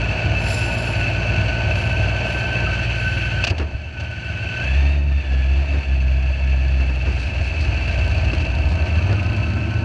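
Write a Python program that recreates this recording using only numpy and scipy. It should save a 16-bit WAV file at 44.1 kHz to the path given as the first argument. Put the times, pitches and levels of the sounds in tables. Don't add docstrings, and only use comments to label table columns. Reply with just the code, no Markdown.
import sys
import numpy as np
from scipy import signal
from scipy.fft import rfft, irfft, next_fast_len
from scipy.io import wavfile

SR = 44100
rng = np.random.default_rng(int(sys.argv[2]) if len(sys.argv) > 2 else 0)


def materialize(psi):
    bounded = np.clip(np.atleast_2d(psi).T, -1, 1)
    quanta = np.round(bounded * 32767).astype(np.int16)
    wavfile.write(sys.argv[1], SR, quanta)


N = 433944
TIME = np.arange(N) / SR

# (time [s], firing rate [firings/s])
ENGINE_SPEED = [(0, 57.2), (1.3, 57.6), (2.2, 58.9), (3.3, 58.7), (4.0, 58), (4.6, 58.4), (4.68, 64.4),
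                (4.8, 68.5), (4.91, 71.0), (5.03, 71), (5.2, 68), (5.3, 65.8), (5.44, 64.7), (5.55, 66.6),
                (5.68, 70.6), (5.76, 70.2), (5.9, 66.3), (6.05, 64.9), (6.22, 65.3), (6.5, 66.1),
                (6.75, 65.5), (6.92, 63.8), (7.15, 62), (7.8, 59.5), (9.84, 58.5)]
# (time [s], load [0-1])
ENGINE_LOAD = [(4.58, 0.02), (4.74, 0.93), (6.85, 0.9), (7.3, 0.53), (8.7, 0.5), (8.95, 0)]
# (time [s], shake [0-1])
FRAME_SHAKE = [(6.75, 0.44), (7.2, 0.76), (8.3, 0.99), (9.0, 0.85), (9.84, 0.9)]
# (time [s], gas [dB], metal clatter [dB])
ENGINE_EFFORT = [(0, -31.5, -27.5), (2.64, -31.5, -27.5), (2.92, -36, -27.5), (3.44, -36.5, -28.5),
                 (3.52, -37, -38.5), (3.92, -48, -40.5), (4.02, -38, -35.5), (4.14, -44.5, -35.5),
                 (4.68, -36, -29.5), (4.93, -39, -33), (5.04, -43, -40), (5.2, -43, -36.0),
                 (5.76, -39, -34), (6.0, -41.5, -36), (7.1, -39, -33.5), (7.98, -35, -30),
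                 (8.72, -35.5, -33.5), (9.0, -35, -32), (9.82, -38.5, -35)]

# (idle level [dB], full-load level [dB], share of clatter's swing followed at idle)
BOOM_VOICE = (-27.5, -14, 1.7)
# (idle level [dB], full-load level [dB], share of clatter's swing followed at idle)
BARK_VOICE = (-27.5, -26.5, 0.99)
# (idle level [dB], full-load level [dB], share of clatter's swing followed at idle)
LOPE_VOICE = (-26, -36, 1.2)
CYLINDER_PUSHES = [0.7, -0.12, -0.76]
# (frequency [Hz], gain [dB])
TAILPIPE_GAIN = [(110, 7), (135, -1), (145, 2.5), (176, -7.5), (200, -14.5), (215, -14), (229, -8),
                 (236, -17), (250, -17), (263, -12.5), (284, -8.5), (295, -29), (325, -15.5), (355, -15.5),
                 (430, -35.5)]
# (time [s], depth [dB], half width [s])
BOOM_SAGS = [(5.239, 11, 0.051), (5.669, 8, 0.036), (5.84, 13, 0.037), (6.37, 6, 0.042), (7.31, 17, 0.025),
             (7.56, 22, 0.026)]
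BOOM_WAVER_DB = 1.5
SHAKE_BARK_DB, SHAKE_LOPE_DB = -10.5, 4.5
GAS_LOAD_BEAT_DB = 1.5

# (frequency [Hz], width [Hz], lift [dB])
FRAME_RINGS = [(636.6, 91, 11), (915, 27, 8.5), (1570, 68, 8), (1714, 43, 8.5), (2479, 58, 3),
               (3700, 200, -3.5), (4410, 63, 3), (4596, 70, 4.5), (5540, 160, 5), (6225, 57, 11.5),
               (7530, 280, 10.5), (8360, 190, 14.5)]
# (frequency [Hz], width [Hz], lift [dB])
COVER_RINGS = [(2643.5, 42, 17), (2820, 45, 8), (3150, 39, 3)]
COVER_WANDER = .0045
TICK_DB, TICK_WEAK_DB, TICK_DECAY_S = -13.5, 8, 0.0046

# (time [s], level [dB])
WHINE_LEVEL = [(0, -9), (1.3, -9), (1.6, -7), (3.41, -1.5), (3.47, -12), (3.7, -10), (3.78, -3), (4.5, -2),
               (4.88, -9), (5.02, -13), (5.2, -5.5), (5.4, -7), (5.62, -14), (5.8, -11.5), (6.2, -13.5),
               (6.45, -13), (6.68, -10), (6.95, -18), (7.3, -17), (9.84, -9)]
WHINE_OCTAVE_DB, WHINE_OCTAVE_LOAD_DB = -10.5, 2
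WHINE_SMEAR_DB, WHINE_SMEAR_LOAD_DB = -19.5, 17
WHINE_WOBBLE, WHINE_WOBBLE_LOAD = .15, .04
WHINE_FLUTTER, WHINE_FLUTTER_LOAD = .55, .15

# (time [s], crunch level [dB], hold [s], thud level [dB])
KNOCK_EVENTS = [(3.439, -16.3, .012, -34), (3.469, -18.5, .011, -30), (3.482, -30, .012, -40),
                (3.499, -21.5, .009, -27), (3.511, -31, .004, -26), (3.581, -28, .008, -31),
                (3.597, -32.5, .009, -24.5), (3.612, -39, .022, -29), (3.999, -31.5, .012, -38),
                (5.318, -39, .03, -31), (5.725, -41, .04, -30), (6.795, -40, .02, -30),
                (6.895, -41, .015, -31), (7.06, -38, .05, -27.5), (7.88, -34, .012, -36),
                (7.985, -35, .012, -31), (8.243, -39, .012, -33), (8.332, -28.5, .008, -24),
                (8.399, -33, .026, -32), (8.858, -38, .025, -27), (9.093, -40, .04, -26)]
KNOCK_RING = 0.054
# (time [s], peak level [dB], frequency [Hz])
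BODY_BUMPS = [(3.504, -11.5, 91), (3.595, -24, 85), (3.745, -15.5, 70.6), (7.403, -11, 77.4),
              (7.681, -14, 78.6), (7.98, -24, 72), (8.045, -16, 80), (8.115, -13.5, 100),
              (8.266, -17, 75.5), (8.647, -13, 81.4), (9.103, -15, 103)]
BUMP_RISE_S = .009
# (time [s], peak level [dB], hold [s])
FRAME_LURCHES = [(3.53, -28.5, 0.19), (4.74, -35.5, .15), (7.07, -26, 0.073)]
LURCH_RISE_DB_PER_S, LURCH_FALL_DB_PER_S = 129, 52
LEAST_RUMBLE_DB, MOST_RUMBLE_DB, UNEVEN_DB, UNEVEN_PER_S = -42, -20.5, 1, 9
# (time [s], peak level [dB], hold [s])
TYRE_SCUFFS = [(7.13, -49, 0.028), (7.195, -45, .04), (7.265, -51, 0.019), (7.43, -47, 0.063),
               (7.61, -43.5, 0.037), (7.965, -55, 0.025), (8.235, -48, 0.025), (8.40, -58, 0.017),
               (8.69, -46, 0.026)]
SCUFF_RISE_DB_PER_S, SCUFF_FALL_DB_PER_S = 700, 304
GRIT_DB, GRIT_PATCHY_DB, GRIT_PER_S = -69, 6.5, 10

# (time [s], frequency [Hz], level [dB])
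SQUEAL_PITCH = [(2.6, 1280, -82), (2.67, 1284, -36), (2.82, 1332, -41), (2.88, 1320, -79)]
# (time [s], peak level [dB], hold [s])
HISS_SPURTS = [(.47, -32.5, 0.09), (.79, -41.5, 0.059), (1.77, -45.5, 0.042), (2.3, -46.5, 0.034),
               (3.0, -51, 0.2)]
SPURT_RISE_DB_PER_S, SPURT_FALL_DB_PER_S = 215, 58
# (time [s], firing rate [firings/s])
OTHER_ENGINE_SPEED = [(8.7, 86), (8.95, 92), (9.1, 99), (9.35, 104), (9.6, 106), (9.84, 106.5)]
# (time [s], level [dB])
OTHER_ENGINE_LEVEL = [(8.6, -100), (8.72, -26.5), (8.95, -29), (9.1, -24.5), (9.35, -24.5), (9.6, -24),
                      (9.84, -26)]
# (multiple of the firing rate, level [dB])
OTHER_PARTIALS = [(1, 1), (1.8, -13.5), (2.2, -11), (3.1, -14), (10, -24.5), (12.5, -21.5), (14.5, -21.5)]

# (frequency [Hz], level [dB per Hz])
PIPE_COLOUR = [(30, -51), (50, -28.5), (58, 0.5), (69, 0.5), (79, 2.5), (87, -3.5), (97, 9), (112, 2.5),
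               (123, -18.5), (136, -6), (155, -8), (200, -24.5), (320, -22.5), (600, -65.5), (3000, -100)]
# (frequency [Hz], level [dB per Hz])
GAS_COLOUR = [(90, -15.5), (160, 6), (240, -2.5), (345, 0.5), (450, -5.5), (780, -4), (1000, -10),
              (1300, -11.5), (2500, -55)]
# (frequency [Hz], level [dB per Hz])
METAL_COLOUR = [(700, -55), (1100, -17.5), (1330, -2.5), (1800, -3.5), (2060, -4.5), (2290, 5), (2950, -2),
                (3700, -12), (4500, -5.5), (5050, -19), (6100, -18.5), (6800, -24.5), (8500, -40),
                (11500, -43.5)]
# (frequency [Hz], level [dB per Hz])
TICK_COLOUR = [(900, -26.5), (1900, 4.5), (2900, -1), (3600, -6), (4450, 3.5), (5300, -10), (6400, -12),
               (8000, -26), (11500, -37.5)]
# (frequency [Hz], level [dB per Hz])
CRUNCH_COLOUR = [(200, -12), (450, -11.5), (680, 7.5), (1200, -8), (1600, 3), (2050, -6.5), (2450, 2),
                 (2720, 17.5), (3050, -0.5), (3700, -6.5), (4600, 0.5), (5200, -8.5), (6200, -10.5),
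                 (7500, -21), (11500, -43.5)]
# (frequency [Hz], level [dB per Hz])
THUD_COLOUR = [(30, -32), (48, -12), (78, 16), (130, -8), (300, 0.5), (600, -9.5), (1000, -16), (1700, -13),
               (2600, -22), (5000, -60)]
# (frequency [Hz], level [dB per Hz])
RUMBLE_COLOUR = [(8, -48), (20, -21.5), (40, -10), (50, -18.5), (62, 0.5), (80, 11.5), (100, -9.5),
                 (125, -7.5), (170, -17), (320, -17.5), (480, -44), (900, -49), (5000, -62.5), (12000, -87)]
# (frequency [Hz], level [dB per Hz])
GRIT_COLOUR = [(2000, -18), (4400, 4.5), (6500, -12.5), (8000, -14.5), (11500, -31.5)]
# (frequency [Hz], level [dB per Hz])
AIR_COLOUR = [(3000, 0.5), (5200, 9), (6600, -4.5), (7300, 9.5), (8100, -12), (8900, -3), (10200, 2),
              (11000, -19), (12000, 4)]
CUTOFF_HZ = 11700


def from_db(db):
    return 10 ** (np.asarray(db) / 20)


def rms_one(x):
    return x / np.sqrt(np.mean(x ** 2) + 1e-20)


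def in_time(rows):
    s, *columns = np.transpose(rows)
    return [np.interp(TIME, s, c) for c in columns]


def drift(rate):
    step = 40
    r = np.exp(-2 * step * np.pi * rate / SR)
    kicks = rng.standard_normal(N // step + 2002)
    slow = signal.lfilter([1], [1, -2 * r, r * r], kicks)[2000:]
    return np.interp(np.arange(N) / step, np.arange(len(slow)), rms_one(slow))


def colour(x, spectrum):
    size = 2 * next_fast_len(N // 2 + SR // 8, True)
    hz, db = np.transpose(spectrum)
    bins = np.maximum(np.arange(size // 2 + 1) * SR / size, 1)
    cepstrum = irfft(np.log(from_db(np.interp(np.log(bins), np.log(hz), db))))
    causal = np.r_[cepstrum[0], 2 * cepstrum[1:size // 2]]
    return irfft(rfft(x, size) * np.exp(rfft(causal, size)), size)[:N]


def wash(spectrum):
    return rms_one(colour(rng.standard_normal(N), spectrum))


def tone(cycles, rough, flutter_hz):
    rough = np.clip(rough, 0, 1)
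    angle = 2 * np.pi * cycles
    flutter = drift(flutter_hz) * np.sin(angle) + drift(flutter_hz) * np.cos(angle)
    return np.sqrt(2 * (1 - rough)) * np.sin(angle) + np.sqrt(rough) * flutter


def swells(rows, rise_db_per_s, fall_db_per_s):
    gain = 0
    for s, db, hold in rows:
        before = np.maximum(s - TIME, 0)
        after = np.maximum(TIME - s - hold, 0)
        gain = gain + from_db(db - rise_db_per_s * before - fall_db_per_s * after)
    return gain


def strikes(x, decay_s):
    return signal.lfilter([1], [1, -np.exp(-1 / (decay_s * SR))], x + 1e-18)


def rattle(per_s, spread_db, decay_s):
    at = np.flatnonzero(rng.random(N) < per_s / SR)
    taps = np.zeros(N)
    taps[at] = from_db(spread_db * rng.uniform(-1.6, 1, len(at)))
    return rms_one(strikes(taps, decay_s) * rng.standard_normal(N))


def frame(x):
    out = x
    for hz, width, lift_db in FRAME_RINGS:
        r = np.exp(-np.pi * width / SR)
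        ring = signal.lfilter([1, 0, -1], [1, -2 * r * np.cos(2 * np.pi * hz / SR), r * r], x + 1e-18)
        out = out + (from_db(lift_db) - 1) * (1 - r * r) / 2 * ring
    return out


def voice_db(voice, load, effort_db):
    idle_db, loaded_db, follows = voice
    return (1 - load) * (idle_db + follows * effort_db) + load * loaded_db


def exhaust_note(firings, firing_hz, boom_db, bark_db, count=6):
    note = from_db(boom_db) * tone(firings, rough=0.0076, flutter_hz=6.5)
    bark = from_db(bark_db)
    for k in range(2, count + 1):
        pipe_db = np.interp(k * firing_hz, *np.transpose(TAILPIPE_GAIN))
        overtone = tone(k * firings, rough=.012 * k * k, flutter_hz=9)
        note = note + bark * from_db(pipe_db) * overtone
    return note


def exhaust_lope(firings):
    at = np.flatnonzero(np.diff(np.floor(firings)))
    pushes = np.zeros(N)
    luck = np.minimum(rng.exponential(1, len(at)), 3) - 1
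    pushes[at] = np.resize(CYLINDER_PUSHES, len(at)) + luck
    turbulence = from_db(-14) * rng.standard_normal(N)
    return rms_one(colour(rms_one(pushes) + turbulence, PIPE_COLOUR))


def exhaust(firings, firing_hz, load, effort_db, shake):
    sag_db = sum(depth * np.exp(-((TIME - s) / width) ** 2) for s, depth, width in BOOM_SAGS)
    waver_db = BOOM_WAVER_DB * (1 - load) * drift(3.2)
    boom_db = voice_db(BOOM_VOICE, load, effort_db) + waver_db - sag_db
    bark_db = voice_db(BARK_VOICE, load, effort_db) + SHAKE_BARK_DB * shake - 0.93 * sag_db
    lope_db = voice_db(LOPE_VOICE, load, effort_db) + SHAKE_LOPE_DB * shake - 0.3 * sag_db
    note = exhaust_note(firings, firing_hz, boom_db, bark_db)
    return note + from_db(lope_db) * exhaust_lope(firings)


def chuff(firings, beat_db, flicker_db, flicker_hz):
    stroke = np.exp(-4 * (firings % 1))
    level_db = beat_db * (stroke - stroke.mean()) + flicker_db * drift(flicker_hz)
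    return rng.standard_normal(N) * from_db(level_db)


def exhaust_gas(firings, load, gas_db):
    puffs = chuff(firings, beat_db=2.5 + GAS_LOAD_BEAT_DB * load, flicker_db=1.0, flicker_hz=29.6)
    return from_db(gas_db + 2.0) * rms_one(frame(colour(puffs, GAS_COLOUR)))


def covers(x, wander_hz=14, size=256):
    out = x.copy()
    for hz, width, lift_db in COVER_RINGS:
        r = np.exp(-np.pi * width / SR)
        pitches = hz * (1 + COVER_WANDER * drift(wander_hz)[::size])
        cosines = np.cos(2 * np.pi * pitches / SR)
        gain = (from_db(lift_db) - 1) * (1 - r * r) / 2
        state = np.zeros(2)
        for i, c in zip(range(0, N, size), cosines):
            block = x[i:i + size]
            ring, state = signal.lfilter([gain, 0, -gain], [1, -2 * r * c, r * r], block, zi=state)
            out[i:i + size] += ring
    return out


def tappets(firings, spread_db=5.0):
    at = np.flatnonzero(np.diff(np.floor(firings)))
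    ticks = np.zeros(N)
    turn_db = np.resize([0, -TICK_WEAK_DB], len(at))
    ticks[at] = from_db(turn_db + spread_db * rng.uniform(-1.2, 1, len(at)))
    return rms_one(strikes(ticks, TICK_DECAY_S) * wash(TICK_COLOUR))


def metal_clatter(firings, clatter_db, shake):
    valves = rms_one(chuff(firings, beat_db=0.0, flicker_db=0.94, flicker_hz=35))
    loose = from_db(-7.5) * rattle(per_s=130, spread_db=0, decay_s=0.0023)
    ringing = rms_one(covers(frame(colour(valves + loose, METAL_COLOUR))))
    ticks = from_db(TICK_DB) * shake * tappets(firings)
    return from_db(clatter_db) * (ringing + ticks)


def gear_whine(firings, clatter_db, load, teeth_per_firing=26):
    wobble = (WHINE_WOBBLE + WHINE_WOBBLE_LOAD * load) * drift(17)
    teeth = teeth_per_firing * firings + wobble
    octave_gain = from_db(WHINE_OCTAVE_DB + WHINE_OCTAVE_LOAD_DB * load)
    octave = octave_gain * tone(2 * teeth, rough=0.95, flutter_hz=90)
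    smear = from_db(WHINE_SMEAR_DB + WHINE_SMEAR_LOAD_DB * load)
    line = tone(teeth, rough=WHINE_FLUTTER + WHINE_FLUTTER_LOAD * load, flutter_hz=22.5)
    line = (line + smear * tone(teeth, rough=1.0, flutter_hz=80)) / np.hypot(1, smear)
    return from_db(clatter_db + in_time(WHINE_LEVEL)[0]) * (line + octave)


def event_span(s):
    span = slice(int(s * SR), int(s * SR) + SR // 5)
    return span, TIME[span] - TIME[span][0]


def knocks(ring_s=.0025, thud_s=.016):
    grind, thump = np.zeros(N), np.zeros(N)
    for s, crunch_db, hold, thud_db in KNOCK_EVENTS:
        span, age = event_span(s)
        released = np.maximum(age - hold, 0)
        bite = 1 - np.exp(-10 * age / ring_s)
        grind[span] += from_db(crunch_db) * bite * np.exp(-released / ring_s)
        thump[span] += from_db(thud_db) * bite * np.exp(-released / thud_s)
    catches = rms_one(from_db(1.9 * np.tanh(drift(350))))
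    blows = grind * catches * wash(CRUNCH_COLOUR) + thump * wash(THUD_COLOUR)
    return blows + KNOCK_RING * (frame(blows) - blows)


def bumps():
    out = np.zeros(N)
    for s, db, hz in BODY_BUMPS:
        span, age = event_span(s)
        swell = age / BUMP_RISE_S * np.exp(1 - age / BUMP_RISE_S)
        out[span] += from_db(db) * swell * np.sin(2 * np.pi * hz * age)
    return out


def chassis(shake):
    uneven_db = UNEVEN_DB * np.tanh(drift(UNEVEN_PER_S))
    steady = from_db(LEAST_RUMBLE_DB + (MOST_RUMBLE_DB - LEAST_RUMBLE_DB) * shake + uneven_db)
    shaking = np.hypot(steady, swells(FRAME_LURCHES, LURCH_RISE_DB_PER_S, LURCH_FALL_DB_PER_S))
    jolts = rms_one(colour(rattle(per_s=110, spread_db=9.5, decay_s=0.0095), CRUNCH_COLOUR))
    return shaking * (wash(RUMBLE_COLOUR) + from_db(-30.5) * jolts)


def sand(shake):
    grains = rms_one(wash(GRIT_COLOUR) * from_db(5 * np.tanh(drift(150))))
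    grit = shake ** 2 * from_db(GRIT_DB + GRIT_PATCHY_DB * np.tanh(drift(GRIT_PER_S)))
    scuffs = swells(TYRE_SCUFFS, SCUFF_RISE_DB_PER_S, SCUFF_FALL_DB_PER_S)
    return np.hypot(grit, scuffs) * grains


def squeal(third_db=-15):
    hz, db = in_time(SQUEAL_PITCH)
    cycles = np.cumsum(hz) / SR
    third = from_db(third_db) * tone(3 * cycles, rough=0.91, flutter_hz=60)
    return from_db(db) * (tone(cycles, rough=1.0, flutter_hz=40) + third)


def hiss(flicker_db=2.0, flicker_hz=60):
    air = rms_one(wash(AIR_COLOUR) * from_db(flicker_db * drift(flicker_hz)))
    return swells(HISS_SPURTS, SPURT_RISE_DB_PER_S, SPURT_FALL_DB_PER_S) * air


def other_engine():
    firings = np.cumsum(in_time(OTHER_ENGINE_SPEED)[0]) / SR
    note = 0
    for k, level_db in OTHER_PARTIALS:
        note = note + from_db(level_db) * tone(k * firings, rough=.35 * k, flutter_hz=18 + k)
    return from_db(in_time(OTHER_ENGINE_LEVEL)[0]) * note


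def scene():
    firing_hz = in_time(ENGINE_SPEED)[0] * (1 + 0.00307 * drift(6.08))
    firings = np.cumsum(firing_hz) / SR
    load = np.clip(in_time(ENGINE_LOAD)[0], 0, 1)
    shake = np.clip(in_time(FRAME_SHAKE)[0], 0, 1)
    gas_db, clatter_db = in_time(ENGINE_EFFORT)
    effort_db = clatter_db - clatter_db[0]
    engine = exhaust(firings, firing_hz, load, effort_db, shake)
    engine = engine + exhaust_gas(firings, load, gas_db)
    engine = engine + metal_clatter(firings, clatter_db, shake)
    engine = engine + gear_whine(firings, clatter_db, load)
    body = knocks() + bumps() + chassis(shake) + sand(shake)
    return (engine + body + squeal() + hiss() + other_engine())[None]


def record(dry):
    return signal.sosfilt(signal.ellip(14, .1, 90, CUTOFF_HZ, fs=SR, output="sos"), dry)


dry = scene()
out = record(dry)
materialize(out)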